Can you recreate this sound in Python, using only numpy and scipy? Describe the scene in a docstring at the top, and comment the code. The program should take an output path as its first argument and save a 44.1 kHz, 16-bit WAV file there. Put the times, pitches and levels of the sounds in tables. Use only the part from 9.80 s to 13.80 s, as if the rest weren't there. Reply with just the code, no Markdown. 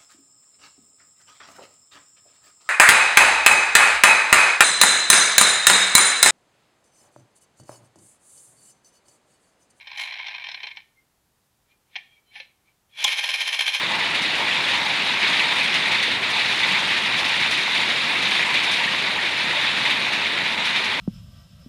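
"""Gears of a hollow plastic toy motorbike rattle and fade amid single ratchet clicks, in a quiet small room.
The toothed ripcord then rubs and squeaks along its slot, with two groups of knocks, and snaps home.
The wheel spins on, its loose gears chattering hardest once or twice a turn, over a faint steady hiss.
Tooth contacts are jittered pulse trains with gritty noise; they excite the decaying modes of the shell."""
import sys
import numpy as np
from scipy import signal
from scipy.fft import rfft, irfft
from scipy.io import wavfile
from scipy.ndimage import uniform_filter1d

SR = 44100
rng = np.random.default_rng(int(sys.argv[2]) if len(sys.argv) > 2 else 0)


def transcribe(u):
    """Save the signal u as a 16-bit wav file named by the first command-line argument.

    u: samples, shape (n,) or (channels, n), limited to [-1, 1]; the rate is SR.
    q: integer samples, one column per channel.
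    """
    v = np.clip(np.atleast_2d(u).T, -1, 1)
    q = np.round(v * 32767).astype(np.int16)
    wavfile.write(sys.argv[1], SR, q)


N = 176400
T = np.arange(N) / SR


def amp(db):
    """Amplitude ratio: 20 dB is a factor of ten."""
    return 10 ** (np.asarray(db) / 20)


def unit(x):
    """Normalisation to an rms of 1."""
    return x / np.sqrt(np.mean(x ** 2))


def curve(points):
    """Envelope: gain interpolated in dB along (s, dB) points, silent outside them."""
    s, db = np.array(points).T
    return amp(np.interp(T, s, db, left=-200, right=-200))


def fade(t, t60):
    """Exponential decay of a damped system, falling 60 dB in t60 seconds."""
    return np.exp(-np.log(1000) * t / t60)


def through(x, response):
    """Linear filtering: convolution with an impulse response."""
    return signal.fftconvolve(x, response)[:len(x)]


def colour(points, size=4096):
    """Minimum-phase impulse response of a (Hz, dB) spectrum, by folding its cepstrum."""
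    hz, db = np.array(points).T
    f = np.maximum(np.arange(size // 2 + 1) * SR / size, 1)
    below = np.clip(f / hz[0], .1, 1) ** 2  # 12 dB per octave roll-off under the first point
    gain = amp(np.interp(np.log(f), np.log(hz), db))
    cepstrum = irfft(np.log(below * gain))
    cepstrum[1:size // 2] *= 2
    cepstrum[size // 2 + 1:] = 0
    return irfft(np.exp(rfft(cepstrum)))


def air():
    """Stationary noise: Gaussian noise shaped by a fixed spectrum gives the quiet hiss."""
    # Spectrum of the hiss. Each row: frequency in Hz, relative level in dB.
    air_spectrum = [(15, -36), (25, -6), (129, -3), (240, -9), (410, -11), (598, -13), (826, -11),
                    (2360, -18.5), (13200, -21.5), (15500, -26)]
    level_db = -68.5
    return amp(level_db) * unit(through(rng.standard_normal(N), colour(air_spectrum)))


def room(x, size=22050):
    """Reverberation: table and walls return a diffuse tail whose lower part dies away sooner."""
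    low_t60_s, full_band_t60_s, tail_db = 0.2, 0.38, -13
    t = T[:size]
    noise = rng.standard_normal(size)
    low = signal.sosfilt(signal.butter(2, 4500, fs=SR, output="sos"), noise)
    full_band = rng.standard_normal(size)
    tail = low * fade(t, low_t60_s) + .5 * full_band * fade(t, full_band_t60_s)
    tail = tail * (1 - np.exp(-t / 0.0033))  # the tail builds up over a few milliseconds
    return x + amp(tail_db) * through(x, tail / np.linalg.norm(tail))


def shell(points, size=8192):
    """Modal response: one contact gives a click and damped modes, shifted a little by where it lands."""
    # Modes of the plastic shell. Each row: frequency in Hz, t60 in seconds,
    # spectral peak over the plain click in dB (frequency and peak before scatter and colouring).
    shell_modes = [(832, 0.1, 6.5), (1024, .045, 4), (1595, 0.089, 7), (1760, 0.14, 8), (1828, 0.22, 10.5),
                   (2156, 0.12, 7.5), (2302.6, 0.065, 5.5), (2479, 0.087, 3.5), (3134, 0.044, 7.5),
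                   (3326, 0.087, 1), (3577, 0.055, -1.5), (3916, 0.019, -7), (4116, 0.038, 8),
                   (5170, 0.087, 10.5), (5590, 0.058, -1), (6084, 0.05, 2), (10490, 0.0044, 11.5),
                   (11830, .015, 4.5), (13900, .01, 6)]
    detune, scatter_db = 0.0058, 2.5  # standard deviations: fraction of frequency, dB
    t = T[:size]
    ring = signal.unit_impulse(size)
    places = rng.standard_normal((len(shell_modes), 2))
    for (hz, t60, db), (shift, weight) in zip(shell_modes, places):
        mode = fade(t, t60) * np.cos(2 * np.pi * hz * (1 + detune * shift) * t)
        peak_scale = 2 * np.log(1000) / (t60 * SR)  # gives each mode a spectral peak of 1
        ring = ring + amp(db + scatter_db * weight) * peak_scale * mode
    body = through(ring, colour(points))
    return body / np.linalg.norm(body)


def rattle(contacts, points, count=6):
    """Multipoint excitation: contacts hop between places on the shell every few milliseconds."""
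    place = np.repeat(rng.integers(0, count, N // 200 + 1), 200)[:N]
    return sum(through(contacts * (place == k), shell(points)) for k in range(count))


def teeth(rate, jitter, scatter_db, grit):
    """Jittered pulse train: each uneven tooth contact is a click and a short gritty buzz."""
    contact_t60_s = 0.026
    slip, size = rng.standard_normal((4000, 2)).T
    count = np.arange(len(slip))
    # a contact falls where the running tooth count passes a whole number, plus its slip
    at = np.searchsorted(np.cumsum(rate) / SR, count + jitter * slip)
    strength = amp(scatter_db * np.clip(size, -2, 2))
    clicks = np.bincount(at, strength, N + 1)[:N]
    buzz_envelope = through(clicks, fade(T, contact_t60_s) * (1 - np.exp(-T / 0.0006)))
    buzz = buzz_envelope * rng.standard_normal(N)
    return unit(unit(clicks) + grit * unit(buzz))


def flicker(x, depth_db, rate_hz, count=9):
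    """Band modulation: contacts favour changing parts of the spectrum; slower power swings are evened."""
    spectrum, out = rfft(x), 0
    hz = np.arange(len(spectrum)) * SR / N
    place = np.interp(hz, np.geomspace(600, 14000, count), np.arange(count))
    for k in range(count):
        steps_db = depth_db * np.clip(rng.standard_normal(2000), -2, 2)
        wander_db = np.interp(T * rate_hz, np.arange(2000), steps_db)
        band = irfft(spectrum * np.maximum(1 - np.abs(place - k), 0), N) * amp(wander_db)
        power = uniform_filter1d(band ** 2, 900) / np.mean(band ** 2)  # over about 20 ms
        out = out + band / np.sqrt(np.abs(power) + .15)
    return unit(out)


def blows(table, points, chatter, chatter_t60, size=8192):
    """Impact excitation: a contact and its quick chatter ring the shell; levels are rms over 10 ms."""
    chatter_rise_s = 0.0037
    out, t = np.zeros(N + size), T[:size]
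    for s, db, treble_db in table:
        buzz = rng.standard_normal(size) * fade(t, chatter_t60) * (1 - np.exp(-t / chatter_rise_s))
        contact = signal.unit_impulse(size) + chatter * buzz / np.linalg.norm(buzz)
        hit = through(contact, shell(points))
        hit = through(hit, colour([(20, 0.011), (2500, 0.0029), (6000, treble_db)]))
        i = int(s * SR)
        out[i:i + size] += amp(db) * hit / np.linalg.norm(hit) * np.sqrt(SR / 100)
    return out[:N]


def hollow_body():
    """Cavity resonance: some of the blows set off a short, damped, low note of the hollow body."""
    # Notes of the body. Each row: start in seconds, frequency in Hz, t60 in seconds,
    # nominal level in dB (before the onset shape and a factor of two).
    thumps = [(.833, 440, .08, -56), (2.159, 760, 0.035, -35.5), (2.561, 830, .09, -48),
              (2.600, 530, .06, -51), (3.243, 190, .05, -49)]
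    out = 0
    for s, hz, t60, db in thumps:
        t = np.maximum(T - s, 0)
        onset = (1 - np.exp(-t / .002)) ** 2
        out = out + amp(db) * fade(t, t60) * onset * 2 * np.sin(2 * np.pi * hz * t)
    return out


def slowing_gears():
    """Repeated impact: teeth meet ever more slowly in a fading rattle with ratchet clicks."""
    # Ratchet clicks. Each row: start in seconds, level in dB, treble tilt at 6 kHz and above in dB.
    ratchet_clicks = [(.011, -45.5, 6), (.071, -37, 4), (.114, -38, 9), (.177, -37.5, 26), (.192, -32, -2),
                      (.217, -32.5, -8), (.244, -43, -5), (.271, -40, 0), (.321, -33, -3), (.337, -36, 9),
                      (.371, -41, 10), (.388, -35.5, 9), (.395, -31.5, -17), (.467, -33, 10),
                      (.482, -32, 5.5), (.508, -37, -2), (.547, -32, 0), (.584, -39.5, -39), (.64, -32, 5),
                      (.667, -34, 5.5), (.687, -32.5, 6.5), (.695, -38, 0), (.715, -34.5, 12),
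                      (.744, -30.5, 1.5), (.774, -39, -9), (.802, -37, 1.5), (.831, -32.5, 10.5),
                      (.839, -32, -4), (.869, -33, 8.5), (.912, -36.5, 1), (.962, -55, 32), (.97, -35, 4)]
    # Gear rattle, then the bright scrape of teeth meshing. Each row: time in seconds, drive level in dB.
    rattle_level = [(0, -47), (.055, -54.5), (.08, -46), (.165, -40), (.19, -31), (.28, -36), (.45, -38),
                    (.6, -38.5), (.8, -50.5), (.89, -41), (.95, -55), (1.0, -50.5), (1.07, -85)]
    scrape_level = [(.14, -74), (.185, -43), (.22, -40), (.26, -50.5), (.38, -71.5)]
    # Spectra of rattle and scrape. Each row: frequency in Hz, relative level in dB.
    rattle_spectrum = [(280, -39), (480, -31.5), (680, -11.5), (1000, -7), (1330, -20.5), (1550, -9),
                       (1800, -6.5), (2350, 4.5), (2750, -3), (4050, -6.5), (4600, -18.5), (5600, -19),
                       (7000, -45.5), (12000, -66.5)]
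    scrape_spectrum = [(1500, -37), (4000, 5.5), (5500, -0.5), (7800, -5.5), (9000, -16.5), (10800, -10),
                       (15000, -28.5)]
    tooth_hz, slowing_per_s = 173.5, .7
    rate = tooth_hz * np.exp(-slowing_per_s * T)
    contacts = flicker(teeth(rate, jitter=0.49, scatter_db=0.55, grit=1.2), depth_db=2.0, rate_hz=210)
    contacts = contacts / np.std(contacts[:SR])  # level set over the first second
    clicks = blows(ratchet_clicks, rattle_spectrum, chatter=3.4, chatter_t60=0.025)
    rattling = rattle(contacts, rattle_spectrum) * curve(rattle_level)
    scrape = rattle(contacts, scrape_spectrum) * curve(scrape_level)
    return rattling + scrape + clicks


def ripcord():
    """Friction and impact: the cord rubs, squeaks and knocks along its slot, then snaps home."""
    # Knocks in the slot, then the handle snapping home and bouncing.
    # Each row: start in seconds, level in dB, treble tilt at 6 kHz and above in dB.
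    slot_knocks = [(2.151, -69, 14), (2.156, -31, -9), (2.1605, -28, 0), (2.181, -56, -26),
                   (2.187, -57, -30), (2.556, -39.5, -4), (2.6005, -35.5, -1)]
    handle_snap = [(3.2415, -17.5, 6.5), (3.2455, -16.5, -9.5), (3.2495, -20.5, -12)]
    # Cord sliding in its slot. Each row: time in seconds, rms level in dB.
    slide_level = [(1.85, -85), (1.92, -66), (1.98, -106), (2.09, -76), (2.15, -52), (2.27, -93),
                   (2.32, -70), (2.38, -69), (2.43, -86), (2.51, -69), (2.545, -49.5), (2.57, -42),
                   (2.63, -51), (2.74, -88), (2.84, -81), (2.89, -67), (2.95, -88)]
    # Squeaks. Each row: centre in seconds, frequency in Hz, half length to 1/e in seconds, peak rms in dB.
    squeaks = [(1.189, 2123, 0.02, -60), (1.922, 2400, .025, -67), (2.188, 2320, 0.006, -37),
               (2.24, 3680, .03, -71), (2.322, 3250, .035, -63.5), (2.326, 2350, 0.015, -59.5),
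               (2.382, 2290, 0.019, -61.5), (2.499, 3100, 0.034, -65.5), (2.507, 4050, 0.035, -67.5),
               (2.523, 2280, 0.0096, -55), (2.573, 10620, .04, -66), (2.888, 2325, 0.018, -63.5),
               (3.14, 3360, .02, -58), (3.168, 2337, 0.024, -50), (3.199, 3365, 0.021, -36)]
    # Spectra of sliding and knocks, then of the snap. Each row: frequency in Hz, relative level in dB.
    slot_spectrum = [(250, -50), (500, -32.5), (750, -11.5), (1300, -23), (1650, -9.5), (2300, 2),
                     (2900, -2.5), (3700, -4.5), (4800, -16.5), (6000, -20.5), (7500, -46), (15000, -64)]
    snap_spectrum = [(250, -27.5), (550, -24), (820, -4), (1400, -21.5), (2400, -10), (3250, 12.5),
                     (4300, -5.5), (6000, -2), (8500, -13), (10500, -22), (15000, -24)]
    waver_hz = 34.9  # rms frequency deviation of a squeak
    out = unit(rattle(rng.standard_normal(N), slot_spectrum)) * curve(slide_level)
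    for s, hz, length, db in squeaks:
        waver = unit(uniform_filter1d(rng.standard_normal(N), 300))
        phase = 2 * np.pi * np.cumsum(hz + waver_hz * waver) / SR
        envelope = np.exp(-((T - s) / length) ** 2)
        out = out + amp(db) * envelope * np.sqrt(2) * np.sin(phase)
    knocks = blows(slot_knocks, slot_spectrum, chatter=1.85, chatter_t60=0.025)
    snap = blows(handle_snap, snap_spectrum, chatter=2.9, chatter_t60=0.013)
    return out + knocks + snap


def spinning_wheel():
    """Amplitude-modulated impacts: fast tooth contacts swell at the tight spots of each wheel turn."""
    # Tight spots, one or two in each turn. Each row: peak in seconds, drive level in dB, rise in seconds.
    tight_spots = [(3.28, -19, 0.013), (3.326, -20, 0.021), (3.391, -20.5, 0.022), (3.442, -20.5, 0.011),
                   (3.501, -21.5, 0.03), (3.544, -20, 0.0084), (3.614, -20.5, 0.018), (3.681, -20, 0.015),
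                   (3.729, -20.5, 0.0029), (3.745, -22, 0.0096), (3.793, -22, 0.0033), (3.811, -18, 0.015),
                   (3.879, -17, .014), (3.948, -17.5, 0.012), (4.015, -20, 0.019)]
    # Gear whir, swelling up to the push, dipping, then returning.
    # Each row: time in seconds, drive level in dB.
    whir_level = [(3.09, -75), (3.14, -59.5), (3.19, -33.5), (3.23, -27.5), (3.3, -42), (3.6, -32),
                  (4, -35.5)]
    # Spectrum of the spin. Each row: frequency in Hz, relative level in dB.
    spin_spectrum = [(150, -80), (250, -40), (347, -49.5), (420, -24.5), (823, -13), (1330, -17.5),
                     (1790, -9), (1990, -8), (2360, 1), (2900, -4.5), (3220, -2), (4710, -14.5),
                     (6210, -16.5), (6880, -23), (9720, -33), (10600, -27), (15500, -50.5)]
    tooth_hz, slowing_per_s, push_s = 329.2, .35, 3.24  # the rate falls after the push
    fall_s = 0.017
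    rate = tooth_hz * np.exp(-slowing_per_s * np.maximum(T - push_s, 0))
    contacts = flicker(teeth(rate, jitter=0.31, scatter_db=1.75, grit=2.1), depth_db=2.5, rate_hz=150)
    power = curve(whir_level) ** 2
    for s, db, rise in tight_spots:
        swell = np.exp(-np.maximum((s - T) / rise, (T - s) / fall_s))
        power = power + (amp(db) * swell) ** 2
    return rattle(contacts * np.sqrt(power), spin_spectrum)


def scene():
    """Superposition: the toy's sounds share one room response, and the hiss is added."""
    toy = slowing_gears() + ripcord() + hollow_body() + spinning_wheel()
    return (room(toy) + air())[None]


def record(dry):
    """Band limiting: a steep elliptic low-pass removes the top of the spectrum."""
    top_hz = 15600
    return signal.sosfilt(signal.ellip(8, .2, 70, top_hz, fs=SR, output="sos"), dry)


dry = scene()
out = record(dry)
transcribe(out)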